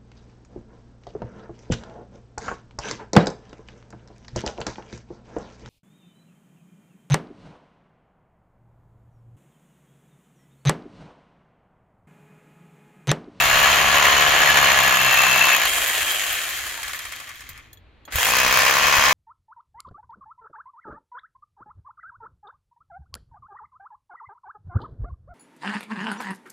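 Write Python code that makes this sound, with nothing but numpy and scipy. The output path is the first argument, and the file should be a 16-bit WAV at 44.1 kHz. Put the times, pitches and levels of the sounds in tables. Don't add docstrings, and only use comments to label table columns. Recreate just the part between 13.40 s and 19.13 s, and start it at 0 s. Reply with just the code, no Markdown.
import sys
import numpy as np
from scipy import signal
from scipy.fft import rfft, irfft, next_fast_len
from scipy.io import wavfile
from scipy.ndimage import uniform_filter1d, map_coordinates

SR = 44100
rng = np.random.default_rng(int(sys.argv[2]) if len(sys.argv) > 2 else 0)


def to_wav(s):
    ch = np.atleast_2d(s).T
    pcm = np.round(np.clip(ch, -1, 1) * 32767)
    wavfile.write(sys.argv[1], SR, pcm.astype(np.int16))


N = 252693
TIME = np.arange(N) / SR

# (from s, until s, moment of one blow s)
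DEEP_HOLE, FRESH_HOLE = (-1, 2.27, 2.2535), (4.745, 6, 4.7565)
FULL_RATE = 71
STOP_S = 4.5


def amp(db):
    return 10 ** (np.asarray(db) / 20)


def unit(x):
    return x / np.sqrt(np.mean(x ** 2) + 1e-20)


def along(points, hz):
    f, v = np.transpose(points)
    return np.interp(np.log(hz + 1), np.log(f + 1), v)


def curves(rows):
    s, *columns = np.transpose(rows)
    return [np.interp(TIME, s, column) for column in columns]


def wobble(rate):
    knots = rng.standard_normal(int(N * rate / SR) + 4)
    return map_coordinates(knots, [TIME * rate])


def swells(rows):
    return sum(db * np.exp(-((TIME - s) / length) ** 2) for s, length, db in rows)


def filtered(x, response):
    m = next_fast_len(N + 8192)
    return irfft(rfft(x, m) * response(np.fft.rfftfreq(m, 1 / SR)), m)[..., :N]


def below(hz, edge_hz, order=8):
    return 1 / np.sqrt(1 + (hz / edge_hz) ** order)


def above(hz, edge_hz, order=8):
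    return np.sqrt(1 - below(hz, edge_hz, order=order) ** 2)


def noise():
    return rng.standard_normal((2, N))


def fade(t60):
    return amp(-60 * TIME[:SR // 4] / t60)


def ring(x, response):
    return signal.fftconvolve(np.atleast_2d(x), np.atleast_2d(response), axes=1)[:, :N]


def speed():
    # t/s, speed/turns per second
    first_run = [(0, 63.86), (.14, 68.52), (.35, 70.82), (1.16, 71.67), (1.3, 68.36), (1.58, 64.73),
                 (1.95, 63.66), (2.12, 64.15), (2.26, 51.76), (2.33, 50.8), (2.45, 47.8), (2.72, 40.6)]
    # t/s, speed/turns per second
    second_run = [(4.698, 0), (4.75, 29.27), (4.82, 48.03), (4.92, 61.51), (5.02, 63.32), (5.2, 64.47),
                  (5.4, 70.03), (5.73, 71.21)]
    coast_power = 1.315
    last_s = first_run[-1][0]
    left = np.clip((STOP_S - TIME) / (STOP_S - last_s), 0, 1)
    return curves(first_run)[0] * left ** coast_power + curves(second_run)[0]


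def shaft():
    return np.cumsum(speed()) / SR


def once_a_turn(moment):
    turns = shaft()
    since = turns - np.interp(moment, TIME, turns)
    return np.flatnonzero(np.diff(np.floor(since)) > 0)


def octaves():
    return np.log2(speed() / FULL_RATE + 1e-6)


def strain():
    full_sag = 7
    return np.clip((FULL_RATE - speed()) / full_sag, 0, 1)


def surge():
    full_gain = 145
    gain = np.gradient(speed()) * SR
    return uniform_filter1d(np.clip(gain / full_gain, 0, 1), SR // 50)


def turning():
    creep_rate = 4
    return np.clip(speed() / creep_rate, 0, 1) ** 2


def contact(*holes):
    bite_s = 0.024
    return sum(np.clip(np.minimum(TIME - start, end - TIME) / bite_s + .5, 0, 1) for start, end, _ in holes)


def easing(hole):
    ease_s = 0.12
    start, end, _ = hole
    inside_s = np.maximum(np.minimum(TIME - start, end - TIME), 0)
    return np.exp(-inside_s / ease_s)


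def walls(x, echo_db):
    taps = np.zeros((2, SR // 20))
    for row in taps:
        delays = rng.integers(SR // 500, SR // 45, size=9)
        row[delays] = amp(echo_db) * rng.choice([-1, 1], size=9)
    return x + filtered(ring(x, taps), lambda hz: below(hz, 8200, order=6))


def radiate(force, colour, resonances, levels_db, share):
    def response(hz):
        lift = sum(db / (1 + (2 * (hz - centre) / width) ** 2) for centre, width, db in resonances)
        return amp(along(colour, hz) + lift)

    low, high = 1400, 7500
    registers = [
        lambda hz: below(hz, low) ** 2,
        lambda hz: below(hz, high, order=20) ** 2 - below(hz, low) ** 2,
        lambda hz: above(hz, high, order=20) ** 2]
    sound = filtered(force, response)
    out = 0
    for register, db in zip(registers, levels_db):
        part = filtered(sound, register)
        active_rms = np.sqrt(np.average(part[0] ** 2, weights=share))
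        out = out + amp(db) * part / active_rms
    return out * np.sqrt(share)


def hammer(hole, levels_db, eased_db, colour, resonances, knock_db, chatter_db, crack_db, repeat_hz, thud_db):
    # t/s, half length/s, change/dB
    lurches = [(.04, 0.018, -1.5), (.48, 0.075, -2.5), (1.0, 0.04, 0), (1.6, 0.018, -1.5),
               (1.69, 0.012, -4.5)]
    strain_levels_db = (-0.5, 0.15, 3.5)
    uneven_db, uneven_rate = .5, 24
    jitter_s, sway_s = .00004, .00022

    blow_at, turns = hole[-1], shaft()
    turns = turns - np.interp(blow_at, TIME, turns)
    at = once_a_turn(blow_at)
    chance = rng.standard_normal((len(at), 3))
    shift_s = chance[:, 0] * jitter_s + sway_s * wobble(14)[at]
    at = np.clip(at + np.round(shift_s * SR).astype(int), 0, N - 1)
    blow_db = 1.2 * chance[:, 1]
    blows = np.bincount(at, amp(blow_db), N)
    cracks = np.bincount(at, amp(blow_db + 2 * chance[:, 2]), N)

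    smear = rfft(rng.standard_normal((2, SR // 4)) * (fade(0.013) + 0.24 * fade(0.11)))
    flattened = smear / np.abs(smear) ** .92
    knock = unit(ring(blows, irfft(flattened)))
    rebound = amp(1.2 * np.cos(2 * np.pi * 3 * turns) + 2.8 * wobble(300))
    chatter = noise() * ring(blows, fade(0.051) + fade(0.14)) * rebound
    chatter = unit(walls(chatter, echo_db=-14.0))
    crack = unit(noise() * ring(cracks, fade(.011) + .04 * fade(.06)))

    def chatter_colour(hz):
        return along([(200, 0.55), (700, 0.18), (1600, 0.88), (7000, 1), (10000, 0.57), (15000, 0.15)], hz)

    def crack_colour(hz):
        return along([(500, 0.24), (3000, 0.061), (7000, 0.25), (10000, 0.44), (14000, 0.89)], hz)

    force = amp(knock_db) * filtered(knock, lambda hz: below(hz, repeat_hz, order=3))
    force += amp(chatter_db) * filtered(chatter, chatter_colour)
    force += amp(crack_db) * filtered(crack, crack_colour)
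    effort_db = uneven_db * wobble(uneven_rate) + swells(lurches)
    levels = [db + effort_db + strain_db * strain() + ease_db * easing(hole)
              for db, strain_db, ease_db in zip(levels_db, strain_levels_db, eased_db)]
    thud = filtered(force, lambda hz: below(hz, 620) ** 2)
    force += (amp(thud_db * strain()) - 1) * thud
    force = filtered(force, lambda hz: above(hz, 207))
    return radiate(force, colour, resonances, levels, contact(hole))


def gears(mesh_db, shaft_db, grit_db, teeth_db, fan_db, fan_hz, fan_rate):
    # f/Hz, level/dB per Hz
    colour = [(88, -54.5), (150, -23), (455, -13), (727, -4), (850, -11.5), (1050, -9), (2000, 8.5),
              (2210, 4.5), (3140, -2.5), (3740, -2), (5100, -5), (6700, -6), (8470, -21), (13500, -19.5),
              (15800, -29)]
    # f/Hz, width/Hz, lift/dB
    resonances = [(674, 140, -1.5), (1060, 98, 5), (2090, 340, -7), (3187, 240, 6), (5800, 3600, -4.5),
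                  (6760, 850, 6), (12000, 330, -7.5), (13800, 1300, 0)]
    # level/dB at full speed, slope/dB per octave of speed,
    # change/dB while the bit is on the wall
    register_levels = [(-27, 11, -3), (-21, 7.5, -2.5), (-23.5, 10, -14)]

    turns, rate = shaft(), speed()
    rotor = 7 * turns
    pulse_db = mesh_db * np.cos(2 * np.pi * rotor) + shaft_db * np.cos(4 * np.pi * turns)
    rasp = amp(pulse_db + grit_db * wobble(700) + .7 * wobble(40))
    flaws = rng.standard_normal((2, 64))
    teeth = np.array([map_coordinates(row, [rotor % 1 * len(row)], mode="grid-wrap") for row in flaws])
    teeth = amp(teeth_db + 4.6 * wobble(20)) * filtered(teeth, lambda hz: above(hz, 1580, order=4))
    vents = filtered(noise(), lambda hz: above(hz, fan_hz * 0.77, order=14) * below(hz, fan_hz * 1.13, order=20))
    fan = amp(fan_db) * np.clip(rate / fan_rate, 0, 1) ** 4 * vents
    force = walls((noise() + fan) * rasp + teeth, echo_db=-19.5)
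    force = filtered(force, lambda hz: above(hz, 210))
    on_wall = contact(DEEP_HOLE, FRESH_HOLE) * (1 - surge())
    levels = [db + slope_db * octaves() + wall_db * on_wall for db, slope_db, wall_db in register_levels]
    return radiate(force, colour, resonances, levels, turning())


def gearcase(x):
    # f/Hz, width/Hz, level/dB
    modes = [(1128, 150, -2.5), (1520, 190, -5), (1780, 170, -1), (2110, 200, 2), (2480, 240, -2),
             (3230, 200, -6)]

    def response(hz):
        total = 0
        for k, (centre, width, db) in enumerate(modes):
            damping = 1j * hz * width
            total = total + (-1) ** k * amp(db) * damping / (centre ** 2 - hz ** 2 + damping)
        return total

    return filtered(x, response)


def whirr(db, db_per_octave, tooth_db, uneven_db):
    teeth = np.cos(2 * np.pi * 42 * shaft())
    rub = unit(gearcase(noise() * amp(tooth_db * teeth + uneven_db * wobble(90))))
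    return rub * amp(db + db_per_octave * octaves()) * turning()


def whine(deep_db, fresh_db, strain_db, steepness, db_per_octave, flutter_db, drift):
    # multiple of the blow rate, relative level/dB
    orders = [(13.8, -8.5), (41.2, -17), (41.67, 3.5), (41.6, -18), (62.7, -20), (78, -26.5)]
    chop_db = 4.5
    turns = shaft() + drift * wobble(35)
    deep = (1 - easing(DEEP_HOLE)) * amp(deep_db + strain_db * strain() ** steepness)
    loaded = deep + contact(FRESH_HOLE) * amp(fresh_db)
    loaded = loaded * amp(chop_db * (np.cos(2 * np.pi * turns) + .6 * wobble(200) - 1.5))
    tones = 0
    for multiple, db in orders:
        phase = multiple * turns + rng.random((2, 1))
        tones = tones + amp(db + flutter_db * wobble(45)) * np.sin(2 * np.pi * phase)
    return filtered(loaded * tones * amp(db_per_octave * octaves()), lambda hz: above(hz, 1100, order=6))


def recoil(deep_db, fresh_db, unsteady_db, sway):
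    # relative level/dB, change under full strain/dB
    harmonics = [(-45.5, -6.5), (-47, 4.5), (-54.5, 9), (-56.5, -8)]
    turns, labour = shaft() + sway * wobble(14), strain()
    shake = 0
    for k, (db, strain_db) in enumerate(harmonics, 1):
        level_db = db + strain_db * labour + unsteady_db * wobble(19)
        shake = shake + amp(level_db) * np.sin(2 * np.pi * (k * turns + rng.random()))
    push = amp(deep_db) * (1 - easing(DEEP_HOLE)) ** 4 + amp(fresh_db) * (1 - easing(FRESH_HOLE))
    mid_only = np.array([[1], [0]])
    return np.sqrt(2) * shake * push * (speed() / FULL_RATE) ** 2 * mid_only


def air_and_floor(air_db, lumps_db, floor_db):
    # t/s, level/dB
    air_level = [(0, -43), (1.1, -46), (1.7, -48.5), (1.85, -55), (2.4, -53), (2.6, -52.5), (3.0, -57),
                 (3.2, -52), (3.7, -58), (3.9, -63), (4.2, -55.5), (4.5, -59.5), (4.65, -61), (5, -44),
                 (5.3, -47), (5.73, -45)]
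    # t/s, half length/s, change/dB
    puffs = [(.14, 0.038, 6.5), (.78, 0.018, 6), (2.92, 0.028, 9), (4.15, 0.07, 10), (4.76, 0.029, 23.5),
             (5.59, 0.022, 16)]
    # f/Hz, level/dB per Hz
    air_colour = [(11, -40.5), (18, -3.5), (32, -11.5), (53, 0.5), (80, -4), (120, -10.5), (168, -22),
                  (230, -25), (290, -36.5), (480, -120)]
    # f/Hz, level/dB per Hz
    floor_colour = [(59, -40), (100, -7), (196, -19.5), (222, -11), (1190, -21.5), (2470, -20.5),
                    (4350, -30.5), (5040, -44), (15000, -64.5)]
    level_db = curves(air_level)[0] + swells(puffs) + lumps_db * wobble(13)
    air = unit(filtered(noise(), lambda hz: amp(along(air_colour, hz)))) * amp(level_db + air_db)
    floor = unit(filtered(noise(), lambda hz: amp(along(floor_colour, hz))))
    return air + amp(floor_db) * floor


def band_swells(x):
    # t/s, half length/s, f/Hz, width/Hz, lift/dB
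    bands = [(.64, .1, 1050, 160, 4.3), (1.1, .2, 1700, 110.6, 7.1), (1.52, .07, 1730, 91, 5.1),
             (4.9, .06, 2450, 180, 4), (5.5, 0.3, 1120, 160, 1.9)]
    for s, length, centre, width, db in bands:
        band = filtered(x, lambda hz: np.exp(-(2 * (hz - centre) / width) ** 2))
        x = x + (amp(swells([(s, length, db)])) - 1) * band
    return x


def free_whine(coast_db, surge_db, db_per_octave, flutter_db, runout_db, drift):
    # multiple of the shaft speed, relative level/dB
    orders = [(14, -4.5), (21, -5.5), (40, -9), (42, 1), (44.6, -10.5), (63, -3.5), (77, -1.5), (82, -3.5),
              (122.3, -1)]
    # f/Hz, level/dB
    housing = [(500, -11.5), (700, -6.5), (1000, -4), (1220, -15.5), (1450, -2), (2000, 1), (2400, -4.5),
               (2850, -4.5), (3200, 5), (3550, -11.5), (4600, -16), (6000, -32)]
    turns, tones = shaft(), 0
    for multiple, db in orders:
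        runout = np.cos(2 * np.pi * (turns + rng.random()))
        level_db = db + flutter_db * wobble(30) + runout_db * runout
        phase = multiple * turns + drift * wobble(40) + rng.random((2, 1))
        tones = tones + amp(level_db) * np.sin(2 * np.pi * phase)
    running = amp(coast_db) * (1 - contact(DEEP_HOLE, FRESH_HOLE)) + amp(surge_db) * surge()
    return filtered(tones * running * amp(db_per_octave * octaves()), lambda hz: amp(along(housing, hz)))


def chuck(t60, attack_s):
    # t/s, ring level/dB, treble level/dB
    clinks = [(2.476, -40, -16.5), (2.7166, -40, -18), (2.767, -45, -31), (2.9256, -38, -19.5),
              (3.092, -48, -26), (3.165, -48, -28), (3.5597, -48, -32), (3.6186, -47, -39),
              (3.6834, -50, -40), (3.7582, -50, -39), (3.9544, -44, -43), (4.091, -46, -31),
              (4.33, -44, -38.5), (4.372, -48, -59), (4.652, -43.5, -44), (4.7572, -30, -17)]
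    # f/Hz, relative level/dB, t60/s
    modes = [(1760, -4, .035), (3350, -2, .05), (3660, -7, .025), (4230, -5, 0.028), (6700, -5, 0.05),
             (12060, -10, 0.1), (12100, -13, .07), (13630, -9, .03)]
    out, ticks, t = np.zeros((2, N + SR)), np.zeros(N), TIME[:SR // 4]
    attack = 1 - np.exp(-t / attack_s)
    for s, ring_db, treble_db in clinks:
        start = round(s * SR)
        pitch = 1 + rng.normal(0, .004)
        for hz, db, mode_t60 in modes:
            level_db = db + (treble_db if hz > 8000 else ring_db) + rng.normal(0, 2)
            tone = np.sin(2 * np.pi * (hz * pitch * t + rng.random((2, 1))))
            out[:, start:start + len(t)] += amp(level_db) * fade(mode_t60) * tone * attack
        ticks[start] = amp(treble_db)
    burst = noise() * ring(ticks, (fade(t60) + .08 * fade(.15)) * attack)

    def tick_colour(hz):
        return along([(1500, .2), (4500, 0.38), (10000, 0.55), (13000, 1.3), (15500, .7)], hz)

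    return out[:, :N] + filtered(burst, tick_colour)


def slack_knocks(scatter_db):
    knock_at_s, fastest = 3.7996, 21
    top_db, db_per_octave = -14.5, 7
    rate, rows = speed(), []
    for i in once_a_turn(knock_at_s):
        if rate[i] < fastest and TIME[i] < STOP_S:
            db = top_db + db_per_octave * np.log2(rate[i] / fastest)
            rows.append((TIME[i], db + scatter_db * rng.normal()))
    return rows


def slack(knock_db, tick_db, rebound_s, rebound_db):
    # t/s, peak/dB before mixing
    jolts = [(4.09, -26), (4.722, -17.5)]
    first, second = np.zeros(N), np.zeros(N)
    for s, db in slack_knocks(scatter_db=-0.5) + jolts:
        first[round(s * SR)] = amp(db)
        second[round((s + rebound_s) * SR)] = amp(db + rebound_db)
    knock = gearcase(noise() * ring(first + second, fade(0.0335) + 0.19 * fade(0.25)))

    def tick_colour(hz):
        return along([(300, .1), (600, .6), (1500, .4), (4500, 0.77), (8000, 0.66), (11000, 0.55),
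                      (15500, 0.31)], hz)

    tick = filtered(noise() * ring(first, fade(0.047) + 0.121 * fade(.16)), tick_colour)
    return amp(knock_db) * knock + amp(tick_db) * tick


def trigger(at, db, t60):
    since = np.maximum(TIME - at, 0)
    tap = unit(filtered(noise(), lambda hz: above(hz, 254, order=4) * below(hz, 2100, order=6)))
    return tap * amp(db - 60 * since / t60) * (1 - np.exp(-since / .003))


def ports(mid, side):
    # f/Hz, likeness/0-1
    alike = [(100, .95), (210, 0.9), (330, 0.4), (520, 0.96), (770, 0.85), (1170, 0.42), (1800, 0.68),
             (2700, 0.77), (4200, 0.4), (6400, 0.18), (10000, 0.62), (14000, 0.32)]
    # f/Hz, lead/rad
    left_lead = [(300, 0.33), (500, -0.21), (800, 0.54), (1200, 0.24), (1700, -1.1), (2400, 0.42),
                 (3200, -0.07), (4200, 1), (6000, -0.021)]
    # f/Hz, level/dB
    left_lean = [(60, -1), (110, 1.5), (200, -0.5), (380, 0), (700, 1), (1290, 2.5), (2380, 1.0),
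                 (4400, 1.5), (8120, 0.0), (15000, 0)]
    sign = np.array([[1], [-1]])

    def unlike(hz):
        return np.tan(np.arccos(np.clip(along(alike, hz), 0, 1)) / 2)

    def port_response(hz):
        half_lead = np.clip(along(left_lead, hz), -2, 2) / 2
        return amp(sign * along(left_lean, hz) / 2) * np.exp(1j * sign * half_lead) / np.cos(half_lead)

    return filtered(mid + sign * filtered(side, unlike), port_response)


def scene():
    # f/Hz, level/dB per Hz
    deep_colour = [(88, -46.5), (150, -3.5), (244, -17.5), (483, -13.5), (699, -4), (850, -9.5), (1030, -1),
                   (1330, -4), (1680, -2), (2630, 2.5), (4810, -16), (6700, -13.5), (8310, -27),
                   (14300, -22), (15800, -29)]
    fresh_colour = [(88, -43), (150, -8.5), (382, -26), (474, -9.5), (634, -8), (850, 3), (1090, 2),
                    (1330, -3.5), (2250, 0.5), (2480, -6.5), (3390, -10.5), (6450, -6), (8470, -25),
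                    (14100, -18), (15800, -19)]
    # f/Hz, width/Hz, lift/dB
    deep_resonances = [(556, 62, 4.5), (618, 36, 4.5), (790, 110, 5.5), (1183, 170, 2.5), (1698, 46, 8.5),
                       (1830, 39, 7.5), (2680, 120, -2), (4230, 290, 6), (6770, 450, 9), (8220, 710, -22.5),
                       (12250, 390, 4.5)]
    fresh_resonances = [(630, 94, 7.5), (845, 160, -8.5), (1160, 200, 1.5), (1320, 100, -4.5),
                        (1480, 77, 4), (1806, 120, 4.5), (2498, 160, 12), (3160, 37, -16), (4940, 60, 3.5),
                        (6700, 700, -3), (8170, 1100, -7), (12300, 400, -8)]
    drill = hammer(DEEP_HOLE, (-23.5, -21, -32), (-6, -2.5, 0), deep_colour, deep_resonances,
                   knock_db=0.0, chatter_db=1.5, crack_db=-1.5, repeat_hz=1463, thud_db=-5.5)
    drill += hammer(FRESH_HOLE, (-24.5, -22.5, -31), (-13, -7, -1), fresh_colour, fresh_resonances,
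                    knock_db=2.5, chatter_db=2.0, crack_db=-2.5, repeat_hz=1610, thud_db=5)
    drill = band_swells(drill)
    drill += gears(mesh_db=0.0, shaft_db=-0.1, grit_db=2.5, teeth_db=-14, fan_db=3.5, fan_hz=2850, fan_rate=34)
    drill += whirr(db=-41, db_per_octave=2.2, tooth_db=3, uneven_db=3.5)
    drill += whine(deep_db=-28.0, fresh_db=-34.5, strain_db=13.5, steepness=5.3,
                   db_per_octave=23.5, flutter_db=2.5, drift=0.0016)
    drill += recoil(deep_db=0.5, fresh_db=-2.0, unsteady_db=3.2, sway=0.039)
    drill += free_whine(coast_db=-27.5, surge_db=-22, db_per_octave=12.5, flutter_db=3.0, runout_db=3, drift=.12)
    air = air_and_floor(air_db=2.0, lumps_db=2.5, floor_db=-60.0)
    knocks = chuck(t60=0.04, attack_s=.0008)
    knocks += slack(knock_db=-2.0, tick_db=-9.5, rebound_s=.012, rebound_db=-3)
    knocks += trigger(at=4.676, db=-38.5, t60=0.17)
    mid, side = drill + knocks + air
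    return ports(mid, side)


def record(dry):
    rounded = dry / (1 + np.abs(dry / .95) ** 6) ** (1 / 6)
    return filtered(rounded, lambda hz: below(hz, 15800, order=400))


dry = scene()
out = record(dry)
to_wav(out)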